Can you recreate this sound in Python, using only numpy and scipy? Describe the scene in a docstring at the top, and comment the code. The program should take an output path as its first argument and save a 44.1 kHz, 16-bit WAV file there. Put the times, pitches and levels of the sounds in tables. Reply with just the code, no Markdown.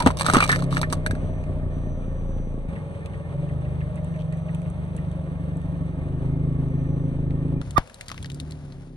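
"""Cans and clay crushed under a slow car tyre on asphalt: three short passes, heard from the ground.
Pass 1: an aluminium can buckles; its folds ring, the sheet cracks, its side caves in with thumps.
Pass 2: soft clay sticks are rolled flat, with grit ticks and a fine creak.
Pass 3 cuts in with a click: a full can squeals gas, bursts and fizzes; the wet shell crackles.
Behind: the engine near idle (firings ring pipes and block), fan, belt and tyre hiss, a faint whine."""
import sys
import numpy as np
from scipy import signal
from scipy.fft import rfft, irfft, next_fast_len
from scipy.io import wavfile
from scipy.ndimage import uniform_filter1d

SR = 44100
rng = np.random.default_rng(int(sys.argv[2]) if len(sys.argv) > 2 else 0)


def master(y):
    """Save y as 16-bit WAV."""
    cut = np.clip(np.atleast_2d(y).T, -1, 1)
    pcm = np.round(cut * 32767)  # scale
    wavfile.write(sys.argv[1], SR, pcm.astype(np.int16))


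N = 395136
T = np.arange(N) / SR
WET_S, BURST_S = 7.615, 7.779  # start of pass 3; seam failure

# fan, belts, tyre; per pass: t/s, level/dB
HISS_LEVEL = [
    [(0.0, -47), (0.6, -48.5), (1.6, -52.5), (2.68, -55.5)],
    [(2.69, -50), (4.0, -50.5), (7.61, -54.5)],
    [(7.62, -52), (8.15, -57.5), (8.5, -56), (8.96, -60)],
]
# hiss spectra: f/Hz, level/dB
HISS_DRY = [(70, -30.5), (120, -6.5), (200, -5), (231, -13.5), (540, -18), (721, -22), (1130, -27),
            (1490, -32.5), (3600, -41), (4550, -50.5), (5260, -57), (6190, -51), (7150, -64), (7750, -65.5),
            (8080, -43), (15000, -81.5)]
HISS_WET = [(60, -36.5), (120, -26.5), (200, -14), (258, -18.5), (314, -35), (530, -16), (1050, -26),
            (4720, -38), (8570, -42), (9720, -39), (12300, -59), (15000, -61)]
# whine swells: start/s, end/s, level/dB
WHINE_SPANS = [(1.114, 1.427, -70.5), (1.753, 2.562, -72), (4.078, 4.68, -80.5), (6.687, 7.08, -78)]

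# engine speed; per pass: t/s, firing rate/Hz
FIRING_RATE = [
    [(0.0, 26.5), (0.19, 31.2), (0.4, 33.7), (0.68, 34.4), (0.83, 31.0), (1.58, 29.8), (1.92, 28.5),
     (2.68, 27.8)],
    [(2.69, 23.3), (3.11, 19.6), (3.27, 21.6), (3.52, 25.1), (3.8, 25.75), (4.13, 23.2), (4.28, 23.0),
     (4.72, 24.65), (5.01, 24.7), (5.87, 24.0), (6.32, 26.8), (6.72, 26.2), (6.93, 26.7), (7.61, 26.8)],
    [(7.62, 35), (7.9, 36.7), (8.17, 33.2), (8.28, 34.1), (8.38, 37), (8.5, 38.8), (8.88, 32), (8.96, 31.7)],
]
# firing strength per cylinder: level/dB
CYLINDER_DB = [2.83, 2.1, 3.96, 3.24]
# per pass: t/s, exhaust/dB, low pipe re exhaust/dB, tailpipe directivity/dB
EXHAUST_LEVEL = [
    [(0.0, -23.5, 0, 2.5), (0.19, -37, 6, -16.5), (0.4, -31, 6, -1.5), (0.66, -27, -6.5, -2),
     (0.89, -30.5, 3, -1.5), (1.5, -33, 6, -0.5), (2.68, -40, 4, 0)],
    [(2.69, -33.5, 2.5, -5), (3.05, -39.5, 8, -18), (3.45, -26, -4.5, -6.5), (4.1, -29.5, -2, -20.5),
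     (5.0, -29, -3, -14.5), (5.88, -29, 0, -3.5), (6.31, -25.5, -4.5, 1), (7.61, -28.5, -3.5, 4)],
    [(7.62, -37.5, -2.5, 0), (7.77, -38, 2, -8.5), (7.9, -68.5, 8, -8.5), (8.19, -45.5, 6.5, 1),
     (8.36, -35, -3.5, -5), (8.58, -38.5, -4.5, -3.5), (8.96, -46.5, -1.5, 1.5)],
]
# row per pass: throb/dB, upper pipe/dB, block/dB, gas in upper pipe/1, gas in low pipe/1, puff/dB
ENGINE_MIX = [(-31, -8, 10, 1, 0.56, -39.5), (-41, -8, 5.5, 0.38, 0.41, -49), (-49, -5.5, -7, 0.7, 1, -55)]
# exhaust resonances: f/Hz, width/Hz, level/dB
BOOM_MODES = [(132.6, 16.7, 0), (164.2, 13.4, 0)]
LOW_PIPE_MODES = [(58.15, 8.5, -2.5), (79.4, 14.6, 2), (95.7, 21.5, -2.5)]
UPPER_PIPE_MODES = [(263.2, 27, 14.3), (322.6, 14, 5), (378.6, 10.8, 4.1)]
# upper mode re lower: t/s, level/dB
BOOM_TILT = [(0, -1.5), (.75, -2.5), (1.0, 3), (1.6, 1.5), (2.68, -9.5), (2.69, 3.5), (3.6, -5.5),
             (4.1, 3.5), (5.9, 1.5), (6.2, -4), (8.96, -4.5)]
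BLOCK_TILT = [(0, 3.5), (1.8, 5.5), (2.3, -6.5), (2.68, -8.5), (2.69, 5), (4.2, 8.5), (5.0, 0.5), (6.2, 1),
              (6.8, -7.5), (8.96, -6.5)]
# upper pipe rung on every second firing: t/s, level/dB
ALTERNATE_RING_LEVEL = [(4.6, -73), (5.2, -47), (5.8, -44), (6.3, -56), (6.6, -81.5)]
# lower and upper block mode: width/Hz, level/dB
BLOCK_MODES = [(30.6, 1.5), (29.5, 0.5)]
# block mode glide; per pass: t/s, lower f/Hz, upper f/Hz
BLOCK_GLIDE = [
    [(0, 556, 601), (1.2, 539, 617), (2.68, 538, 601)],
    [(2.69, 467, 554), (3.3, 435, 565), (3.8, 463, 601), (4.5, 529, 620), (5.0, 547, 607), (6.2, 525, 622),
     (7.61, 540, 647)],
    [(7.62, 527, 620), (8.96, 499, 618)],
]
# valve gear and covers: f/Hz, width/Hz, level/dB
CLATTER_MODES = [(824, 90, -6.5), (1132.5, 34, -9), (1286, 37, -13.5), (1610, 210, -11.5), (1786, 39, -9.5),
                 (2115, 30, -14), (2393, 61, -15.5), (3540, 260, -30)]
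# tappet: t/s, level/dB
TAPPET_KNOCKS = [(2.7522, -41), (2.94, -51), (3.134, -42.5), (3.319, -52), (3.489, -44.5), (3.649, -46.5),
                 (3.8056, -40.5), (3.9686, -44), (4.14, -47), (4.323, -44.5), (4.484, -42), (4.6527, -48),
                 (4.9774, -42)]

# dry grit: t/s, level/dB, f/Hz, treble/dB
GRIT_TICKS = [(1.4392, -35.5, 2350, -50), (3.0595, -31, 2580, -37.5), (3.9572, -45, 2040, -41.5),
              (4.0454, -52, 2010, -41.5), (4.1621, -38, 2200, -53), (4.325, -42, 3500, -44),
              (4.372, -55, 3000, -52), (4.5469, -33.5, 2630, -40), (4.6176, -38, 2350, -47),
              (4.7011, -56, 2140, -40.5), (4.9652, -40.5, 2560, -36), (5.0493, -40.5, 2056, -65),
              (5.1153, -43, 2816, -45), (5.5697, -58, 2010, -46), (5.6161, -39, 2472, -54),
              (7.3076, -34.5, 2130, -72)]
# row 1 click at the hard cut into pass 3, later rows wet shell: t/s, level/dB, f/Hz, treble/dB
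WET_PASS_CLICKS = [(7.615, -29.5, 1304, -39), (7.7082, -36.5, 3130, -28), (7.8744, -39.5, 2500, -41),
                   (7.8975, -39.5, 1640, -40), (7.9436, -38.5, 4000, -33.5), (8.01, -25.5, 2320, -27.5),
                   (8.083, -26.5, 4570, -26.5), (8.0914, -31, 1910, -57), (8.1004, -29.5, 1229, -43),
                   (8.116, -22.5, 1010, -49), (8.1433, -34, 1144, -46), (8.1784, -29, 2100, -41),
                   (8.2275, -32.5, 3500, -26.5), (8.2452, -28, 1880, -57), (8.2586, -30, 3700, -36),
                   (8.3005, -29, 3120, -37), (8.3175, -37, 4028, -35), (8.3455, -39, 4800, -34.5),
                   (8.4004, -27, 3630, -26.5), (8.5088, -37.5, 4120, -36), (8.521, -32, 4470, -45),
                   (8.7229, -39.5, 4030, -64)]
# gas jet at the seam: f/Hz, level/dB
SQUEAL_PARTIALS = [(1195, 3), (1900, -14), (2400, -21.5), (3580, -19.5), (5470, -32)]
# pressure swing: delay/s, f/Hz (negative: suction first), t60/s, level/dB
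BURST_MODES = [(0.001198, 843, 0.0065, -1.5), (.003, 230, 0.012, -10), (.0048, -115, .022, -8.5),
               (0.0088, 26, .06, -15)]
# tyre kneading the can: t/s, hold/s, level/dB
KNEAD_BOUTS = [(0, 0.0019, -31.5), (0.043, 0.061, -46), (0.187, 0.034, -37.5), (0.26, 0.051, -35),
               (0.335, 0.13, -33.5), (0.491, 0.036, -40), (0.553, 0.083, -50), (0.713, 0.065, -42.5),
               (0.807, 0.033, -53), (0.901, 0.035, -50)]
# can side caving in: t/s, level/dB, f/Hz
CAVE_INS = [(0.063, -1, 251), (0.074, -8.5, 237), (0.246, -22, 181), (0.287, -15.5, 235),
            (0.338, -11.5, 205.6), (0.346, -10.5, 386), (0.359, -11.5, 104.6), (0.367, -5, 246),
            (0.926, -23.5, 399)]
# can wall: t/s, level/dB, fold f/Hz, crack/dB, t60/s
WALL_BUCKLES = [(0.004, -12.5, 967, -42, 0.16), (0.022, -16, 966, -46, 0.062),
                (0.062, -3.5, 1207, -23.5, 0.059), (0.072, -2.5, 870, -20, 0.02),
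                (0.104, -14, 1024, -37.5, 0.041), (0.171, -31, 1080, -25.5, 0.025),
                (0.188, -42, 1140, -26.5, 0.025), (0.197, -27.5, 1100, -19, 0.032),
                (0.21, -11, 1080, -19, 0.022), (0.246, -19.5, 1220, -33, 0.02),
                (0.264, -8.5, 1350, -17.5, 0.027), (0.285, -9, 1250, -28.5, 0.077),
                (0.299, -4.5, 1305, -21.5, 0.029), (0.325, -24.5, 1420, -32.5, 0.06),
                (0.336, -5.5, 1170, -14.5, 0.024), (0.346, -4, 1230, -22.5, 0.029),
                (0.3555, -0.5, 1160, -33, 0.018), (0.368, -9, 1190, -19.5, 0.038),
                (0.381, -8.5, 1290, -40, 0.067), (0.404, -5, 1350, -22.5, 0.015),
                (0.407, -15, 2385, -65, 0.085), (0.427, -9.5, 2350, -62, 0.084),
                (0.425, -7, 1230, -21.5, 0.034), (0.44, -16.5, 1230, -20, 0.067),
                (0.457, -17, 1156, -38, 0.028), (0.496, -5.5, 1797, -60, 0.12),
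                (0.493, -8.5, 1260, -17.5, 0.028), (0.517, -16, 1280, -19, 0.073),
                (0.527, -7, 1724, -26, 0.071), (0.549, -19.5, 1850, -33.5, 0.05),
                (0.56, -12, 1790, -28.5, 0.0066), (0.59, -25.5, 1340, -36, 0.032),
                (0.623, -17, 1120, -34, 0.017), (0.7109, -33, 3060, -43.5, 0.02),
                (0.727, -18.5, 1190, -43, 0.032), (0.747, -31.5, 1030, -30.5, 0.066),
                (0.769, -8.5, 1675, -34, 0.022), (0.791, -27, 1290, -45, 0.045),
                (0.815, -21, 930, -21.5, 0.022), (0.831, -14.5, 1370, -44, 0.027),
                (0.831, -15, 1800, -60, 0.086), (0.926, -12.5, 1305, -19, 0.025),
                (0.931, -15.5, 1115, -28, 0.038), (1.063, -12, 1677, -23, 0.042),
                (1.11, -18.5, 1650, -31.5, 0.045), (1.152, -30.5, 1650, -46, 0.04)]
# modes rung by cracks (thin sheet; the 8400 Hz row is the microphone): f/Hz, t60/s, level/dB
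RUNG_MODES = [(1260, 0.03, -5), (1820, 0.03, -7), (2330, 0.018, -4), (2900, 0.01, -6), (3945, 0.005, -3),
              (4500, 0.0025, 1), (6050, 0.001, 7), (8400, 0.006, -5), (9800, 0.0017, -0.5)]
# microphone ring near 8 kHz with a dip just below, colouring the cracks: f/Hz, level/dB
MIC_RING_EQ = [(6300, 0.5), (7400, -5.5), (8050, 2), (9500, -0.5), (12500, -2.5)]

# left re right: f/Hz, level/dB, phase lead/rad
STEREO_DRY = [(40, 1, -.4), (150, 0, -.45), (500, 1, .1), (1200, 0, 1.2), (2000, -2, 3.2), (4000, -1, 6),
              (6000, -1, 12.3), (8200, -12, 18.4), (10000, -5, 19.5), (13000, 0, 19)]
STEREO_WET = [(40, 1, .1), (250, 0, .2), (600, 3, 1), (1500, 5, .6), (2500, 4, 2.8), (4000, 6, 6),
              (6000, 3, 8), (8200, 0, 9.6), (10000, -1, 12.6)]
# microphone treble response: f/Hz, level/dB
MIC_EQ = [(9000, 0), (11000, 2.5), (12000, -4), (13500, -3.5), (15500, -22)]


def undb(db):
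    """dB to amplitude."""
    return 10 ** (np.asarray(db) / 20)


def unit(x):
    """Scale to rms 1."""
    return x / np.sqrt(np.mean(x ** 2))


def curves(*tables):
    """Join (t/s, value, ..) tables; interpolate each value column per sample."""
    t_s, *columns = np.transpose(np.concatenate(tables))
    return [np.interp(T, t_s, column) for column in columns]


def add(out, t_s, x):
    """Mix x in at t_s."""
    i = int(t_s * SR)
    out[:, i:i + x.shape[-1]] += x[..., :N - i]


def noise(count, correlation):
    """Stereo white noise, partly common to both sides."""
    common, own = rng.standard_normal(count), rng.standard_normal((2, count))
    return np.sqrt(correlation) * common + np.sqrt(1 - correlation) * own


def walk(rate_hz):
    """Slewed random steps, spread near 1."""
    hold = int(SR / rate_hz)
    return 1.304 * uniform_filter1d(np.repeat(rng.standard_normal(N // hold + 1), hold), hold)[:N]


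def pops(rate_hz, spread_db, cap, correlation):
    """Random stereo impulses; exponential dB spread, limited to cap * spread_db."""
    hits = rng.random(N) < rate_hz / SR
    return hits * undb(spread_db * np.minimum(rng.exponential(size=N), cap)) * noise(N, correlation)


def equalise(x, points):
    """Zero-phase filter through (f/Hz, level/dB) points."""
    hz, db = np.transpose(points)
    size = next_fast_len(N + 4096)
    bins_hz = np.fft.rfftfreq(size, 1 / SR) + 1
    gain = undb(np.interp(np.log(bins_hz), np.log(hz), db))
    return irfft(rfft(x, size) * gain, size)[..., :N]


def ring(x, hz, t60_s):
    """One decaying mode driven by x."""
    pole = np.exp(2j * np.pi * hz / SR - np.log(1000) / (t60_s * SR))
    return signal.lfilter([1], [1, -pole], x).imag


def resonate(x, modes):
    """Sum of (f/Hz, width/Hz, level/dB) resonances, rms 1; a wider second stage steepens the skirts."""
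    out = 0
    for hz, width_hz, db in modes:
        narrow = signal.iirpeak(hz, hz / width_hz, SR)
        wide = signal.iirpeak(hz, hz / (3.5 * width_hz), SR)
        out = out + undb(db) * unit(signal.lfilter(*wide, signal.lfilter(*narrow, x)))
    return unit(out)


def glide(x, hz, width_hz):
    """Moving resonance: shift down, smooth twice, shift back; rms 1."""
    carrier = np.exp(2j * np.pi * np.cumsum(hz) / SR)
    narrow, wide = np.exp(-np.pi * width_hz / SR), np.exp(-3 * np.pi * width_hz / SR)
    baseband = signal.lfilter([1], np.convolve([1, -narrow], [1, -wide]), x / carrier)
    return unit((baseband * carrier).real)


def snap(hz, width_hz, t60_s, tail=0.2, attack_s=0.00045):
    """Band-noise burst with a faint tail, peak 1."""
    t = np.arange(int(.12 * SR)) / SR
    band = signal.iirpeak(hz, hz / width_hz, SR)
    envelope = np.minimum(t / attack_s, 1) * (1000. ** (-t / t60_s) + tail * 1000. 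** (-t / .05))
    x = signal.lfilter(*band, signal.lfilter(*band, noise(len(t), 0.7) * envelope))
    return x / np.abs(x).max()


def struck(hz, t60_s):
    """Mode struck once: a damped sine."""
    t = np.arange(int(.12 * SR)) / SR
    return np.sin(2 * np.pi * hz * t) * 1000. ** (-t / t60_s)


def whine(hz=6000, drift_hz=9, fade_s=.1, rest_db=-86, overtone_db=-92):
    """Faint drifting tone that comes and goes, with its octave; dry passes only."""
    phase_rad = 2 * np.pi * np.cumsum(hz + drift_hz * walk(3)) / SR + 0.9 * walk(60)
    swells = sum(undb(db) * np.clip(np.minimum(T - start_s, end_s - T) / fade_s + .5, 0, 1)
                 for start_s, end_s, db in WHINE_SPANS)
    overtone = undb(overtone_db + 5 * walk(2)) * np.sin(2 * phase_rad)
    tone = (undb(rest_db) + swells) * undb(2 * walk(18)) * np.sin(phase_rad)
    return np.sqrt(2) * (tone + overtone) * (T < WET_S)


def hiss():
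    """Fan, belt and tyre noise, grained by the rolling tread; dry ground, then wet."""
    reference_band = [(780, -60), (800, 0), (4000, 0), (4100, -60)]
    grounds = []
    for spectrum in (HISS_DRY, HISS_WET):
        grain = noise(N, 0.6) * undb(1.3 * walk(20) + 1.2 * walk(300))
        shaped = equalise(grain, spectrum)
        grounds.append(shaped / np.std(equalise(shaped, reference_band)))
    return np.where(T < WET_S, *grounds) * undb(curves(*HISS_LEVEL)[0] - 2.0)


def firings(jitter=0.0031, scatter_db=1.0):
    """Four unequal cylinders, slightly unsteady: running firing count and pulse train."""
    count = np.cumsum(curves(*FIRING_RATE)[0] * (1 + jitter * walk(25))) / SR
    fired = np.flatnonzero(np.diff(np.floor(count)))
    uneven_db = scatter_db * rng.standard_normal(N // 500)[:len(fired)]
    pulses = np.zeros(N)
    pulses[fired] = undb(np.resize(CYLINDER_DB, len(fired)) + uneven_db)
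    return count, unit(pulses)


def tailpipe_puff(pulses, scatter_db=5.5, top_hz=450):
    """Bare, uneven pop of each firing at the tailpipe."""
    uneven = pulses * undb(scatter_db * rng.standard_normal(N))
    soft = signal.sosfilt(signal.butter(4, top_hz, fs=SR, output="sos"), uneven)
    return resonate(soft, [(198, 183, 0)])


def exhaust_boom(drive):
    """Two exhaust modes in antiphase, so the band between them stays full."""
    upper_gain = undb(curves(BOOM_TILT)[0])
    lower, upper = resonate(drive, BOOM_MODES[:1]), resonate(drive, BOOM_MODES[1:])
    return (lower - upper_gain * upper) / np.hypot(1, upper_gain)


def engine_block(drive):
    """Two block modes that glide as the car rolls by."""
    tilt_db = curves(BLOCK_TILT)[0] / 2
    return sum(undb(sign * tilt_db + db - 3.5) * glide(drive, hz, width_hz)
               for sign, hz, (width_hz, db) in zip((-1, 1), curves(*BLOCK_GLIDE), BLOCK_MODES))


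def valve_clatter(gas):
    """Pulsing noise rings valve gear and covers, each mode flickering; dry passes only."""
    return (T < WET_S) * sum(undb(db + 2.0 * walk(17)) * resonate(gas, [(hz, width_hz, 0)])
                             for hz, width_hz, db in CLATTER_MODES)


def engine():
    """Firing pulses ring pipes and block, the upper pipe also on every second firing; gas noise pulses in step."""
    exhaust_db, low_db, tailpipe_db = curves(*EXHAUST_LEVEL)
    hiss_db = curves(*HISS_LEVEL)[0]
    pass_index = np.searchsorted([rows[0][0] for rows in EXHAUST_LEVEL[1:]], T)
    throb_db, upper_db, block_db, upper_gas, low_gas, puff_db = np.array(ENGINE_MIX)[pass_index].T
    count, pulses = firings()
    puff = undb(puff_db + tailpipe_db) * tailpipe_puff(pulses)
    gas = unit(noise(N, 0.81) * (1.4 + np.exp(-(count % 1) / 0.073)))
    clatter = undb(hiss_db + 2 + 0.25 * tailpipe_db) * valve_clatter(gas)
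    block = undb(hiss_db + block_db) * engine_block(0.3 * pulses + gas)
    throb = undb(throb_db + 1.4 * tailpipe_db + 1.2 * walk(9)) * np.sqrt(2) * np.sin(2 * np.pi * count)
    alternate_pulses = pulses * (count % 2 < 1)
    alternate_ring = undb(curves(ALTERNATE_RING_LEVEL)[0]) * resonate(alternate_pulses, [(275, 13, 0)])
    rumble = undb(-14.5) * resonate(gas, [(40, 40, 0)])
    low_pipe = undb(low_db) * resonate(pulses + low_gas * gas, LOW_PIPE_MODES)
    upper_pipe = undb(upper_db + 0.99 * tailpipe_db) * resonate(pulses + upper_gas * gas, UPPER_PIPE_MODES)
    exhaust = undb(exhaust_db) * (exhaust_boom(pulses + .05 * gas) + rumble + low_pipe + upper_pipe)
    return throb + exhaust - puff + alternate_ring + block + clatter


def tappet():
    """Soft knock about once per engine cycle in pass 2: bright edge, then a lower ring."""
    out = np.zeros((2, N))
    for t_s, db in TAPPET_KNOCKS:
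        add(out, t_s, undb(db) * snap(2540, 740, 0.067))
        add(out, t_s + 0.0065, undb(db + 4) * snap(1880, 400, 0.09))
    return out


def ticks(events, t60_s, edge_hz, click_db):
    """Small ticks: short noisy ring, bright edge, sharp click."""
    out = np.zeros((2, N))
    for t_s, db, hz, treble_db in events:
        body = undb(db - 3) * snap(hz, .4 * hz, t60_s)
        edge = undb(treble_db) * snap(edge_hz, 3100, 0.0054)
        click = undb(db + click_db) * (snap(2800, 3900, .004, attack_s=.0001) + struck(hz, .003))
        add(out, t_s, body + edge + click)
    return out


def grit_and_clay(creak_s=4.1915, gap_s=.0096):
    """Grit ticks under the tread; the clay creaks once, in four quick ticks."""
    creak = [(creak_s + k * gap_s, -37, 2800, -70) for k in range(4)]
    return ticks(GRIT_TICKS + creak, t60_s=0.0048, edge_hz=8340, click_db=-11.5)


def wet_pass_clicks():
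    """Broadband click at the hard cut into pass 3; then the wet shell crackles."""
    return ticks(WET_PASS_CLICKS, t60_s=0.013, edge_hz=7940, click_db=-1)


def fizz(peak_s=8.12, end_s=8.75, peak_db=-55.5, rise_db_per_s=38, fall_db_per_s=54):
    """Foam and grit pop under the wet tread after the burst, swelling and dying away."""
    foam = pops(rate_hz=1500, spread_db=3, cap=4, correlation=.6)
    db = peak_db - np.maximum(rise_db_per_s * (peak_s - T), fall_db_per_s * (T - peak_s))
    return resonate(foam, [(2480, 4200, 0), (1000, 1100, -7)]) * undb(db) * (T > BURST_S) * (T < end_s)


def squeal(start_s=7.7595, jump_s=7.7692, ramp_s=.001):
    """Gas through the splitting seam: swells to half, jumps to full, stops at the burst."""
    swell = np.interp(T, [start_s, jump_s, jump_s + ramp_s, BURST_S, BURST_S + ramp_s], [0, .5, 1, 1, 0])
    lowest_hz = SQUEAL_PARTIALS[0][0]
    tones = sum(undb(db) * swell ** (hz / lowest_hz) * np.sin(2 * np.pi * hz * (T - 7.77))
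                for hz, db in SQUEAL_PARTIALS)  # higher partials join later
    return undb([[-29.5], [-5.5]]) * tones  # left, right


def burst(left_bias_db=5):
    """The seam lets go: pressure swing, crack, pop and spray."""
    out = np.zeros((2, N))
    pan_db = left_bias_db * np.array([[.5], [-.5]])
    for delay_s, hz, t60_s, db in BURST_MODES:
        add(out, BURST_S + delay_s, undb(db + pan_db) * struck(hz, t60_s))
    crack = undb(-16.5) * snap(4500, 9300, 0.011, tail=0.16)
    pop = undb(-12.5) * snap(770, 1400, 0.037, tail=0.39)
    spray = undb(-23) * snap(900, 1500, 0.13, attack_s=.004)
    add(out, BURST_S, crack + pop + spray)
    return out


def creases(attack_s=0.011, t60_s=0.13):
    """The tyre kneads the can in bouts; each small crease tears for a moment."""
    onsets = pops(rate_hz=550, spread_db=3.5, cap=3, correlation=.7)
    tearing = signal.lfilter([1], [1, -.985], np.abs(onsets)) * noise(N, .7)
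    envelope = 0
    for t_s, hold_s, db in KNEAD_BOUTS:
        rise = np.clip((T - t_s) / attack_s + 1, 0, 1)
        envelope += rise * undb(db - 60 * np.maximum(T - t_s - hold_s, 0) / t60_s)
    return unit(tearing) * envelope


def can_crush(panel_hz=3800, panel_spread=0.055, body_hz=623):
    """Each buckle rings its fold, a flat panel and the whole can, and cracks the sheet; cave-ins thump."""
    out, cracks = np.zeros((2, 2, N))
    pings_hz = panel_hz * (1 + panel_spread * rng.standard_normal(len(WALL_BUCKLES)))
    for (t_s, db, fold_hz, crack_db, t60_s), ping_hz in zip(WALL_BUCKLES, pings_hz):
        fold = 0.45 * struck(fold_hz, t60_s) + 0.35 * struck(fold_hz, 0.0073)
        fold_noise = 0.5 * snap(fold_hz, 900, 0.83 * t60_s)
        add(cracks, t_s, undb(crack_db + 6) * snap(11000, 15600, 0.0014, tail=0.12, attack_s=0.00032))
        ping = undb(crack_db - 7) * struck(ping_hz, 0.017)
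        spike = undb(crack_db - 4.5) * struck(ping_hz, .0015)
        body = undb(db - 15.5) * snap(body_hz, 650, 0.023)
        add(out, t_s, undb(db + 1) * (fold + fold_noise) + ping + spike + body)
    for t_s, db, hz in CAVE_INS:
        add(out, t_s, undb(db) * (struck(hz, 0.042) + 0.8 * snap(257, 900, 0.078)))
    cracks += creases()
    ringing = sum(undb(db) * ring(cracks, hz, t60_s) for hz, t60_s, db in RUNG_MODES)
    return out + equalise(0.97 * cracks + 0.16 * ringing, MIC_RING_EQ)


def scene():
    """All three passes, stereo."""
    return (engine() + tappet() + can_crush() + grit_and_clay() + wet_pass_clicks()
            + squeal() + burst() + fizz() + hiss() + whine())


def stereo_split(x, points):
    """Level and phase offset, half to each side."""
    hz, db, lead_rad = np.transpose(points)
    size = next_fast_len(N + 4096)
    bins_hz = np.fft.rfftfreq(size, 1 / SR)
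    half = undb(np.interp(bins_hz, hz, db) / 2) * np.exp(.5j * np.interp(bins_hz, hz, lead_rad))
    return irfft(rfft(x, size) * np.array([half, 1 / half]), size)[:, :N]


def record(dry):
    """Microphone pair, placed anew for the wet pass; soft clip, then low-pass."""
    ceiling, top_hz = 1.1, 15750
    placed = np.where(T < WET_S, stereo_split(dry, STEREO_DRY), stereo_split(dry, STEREO_WET))
    rounded = ceiling * np.tanh(equalise(placed, MIC_EQ) / ceiling)
    return signal.sosfilt(signal.ellip(8, .2, 70, top_hz, fs=SR, output="sos"), rounded)


dry = scene()
out = record(dry)
master(out)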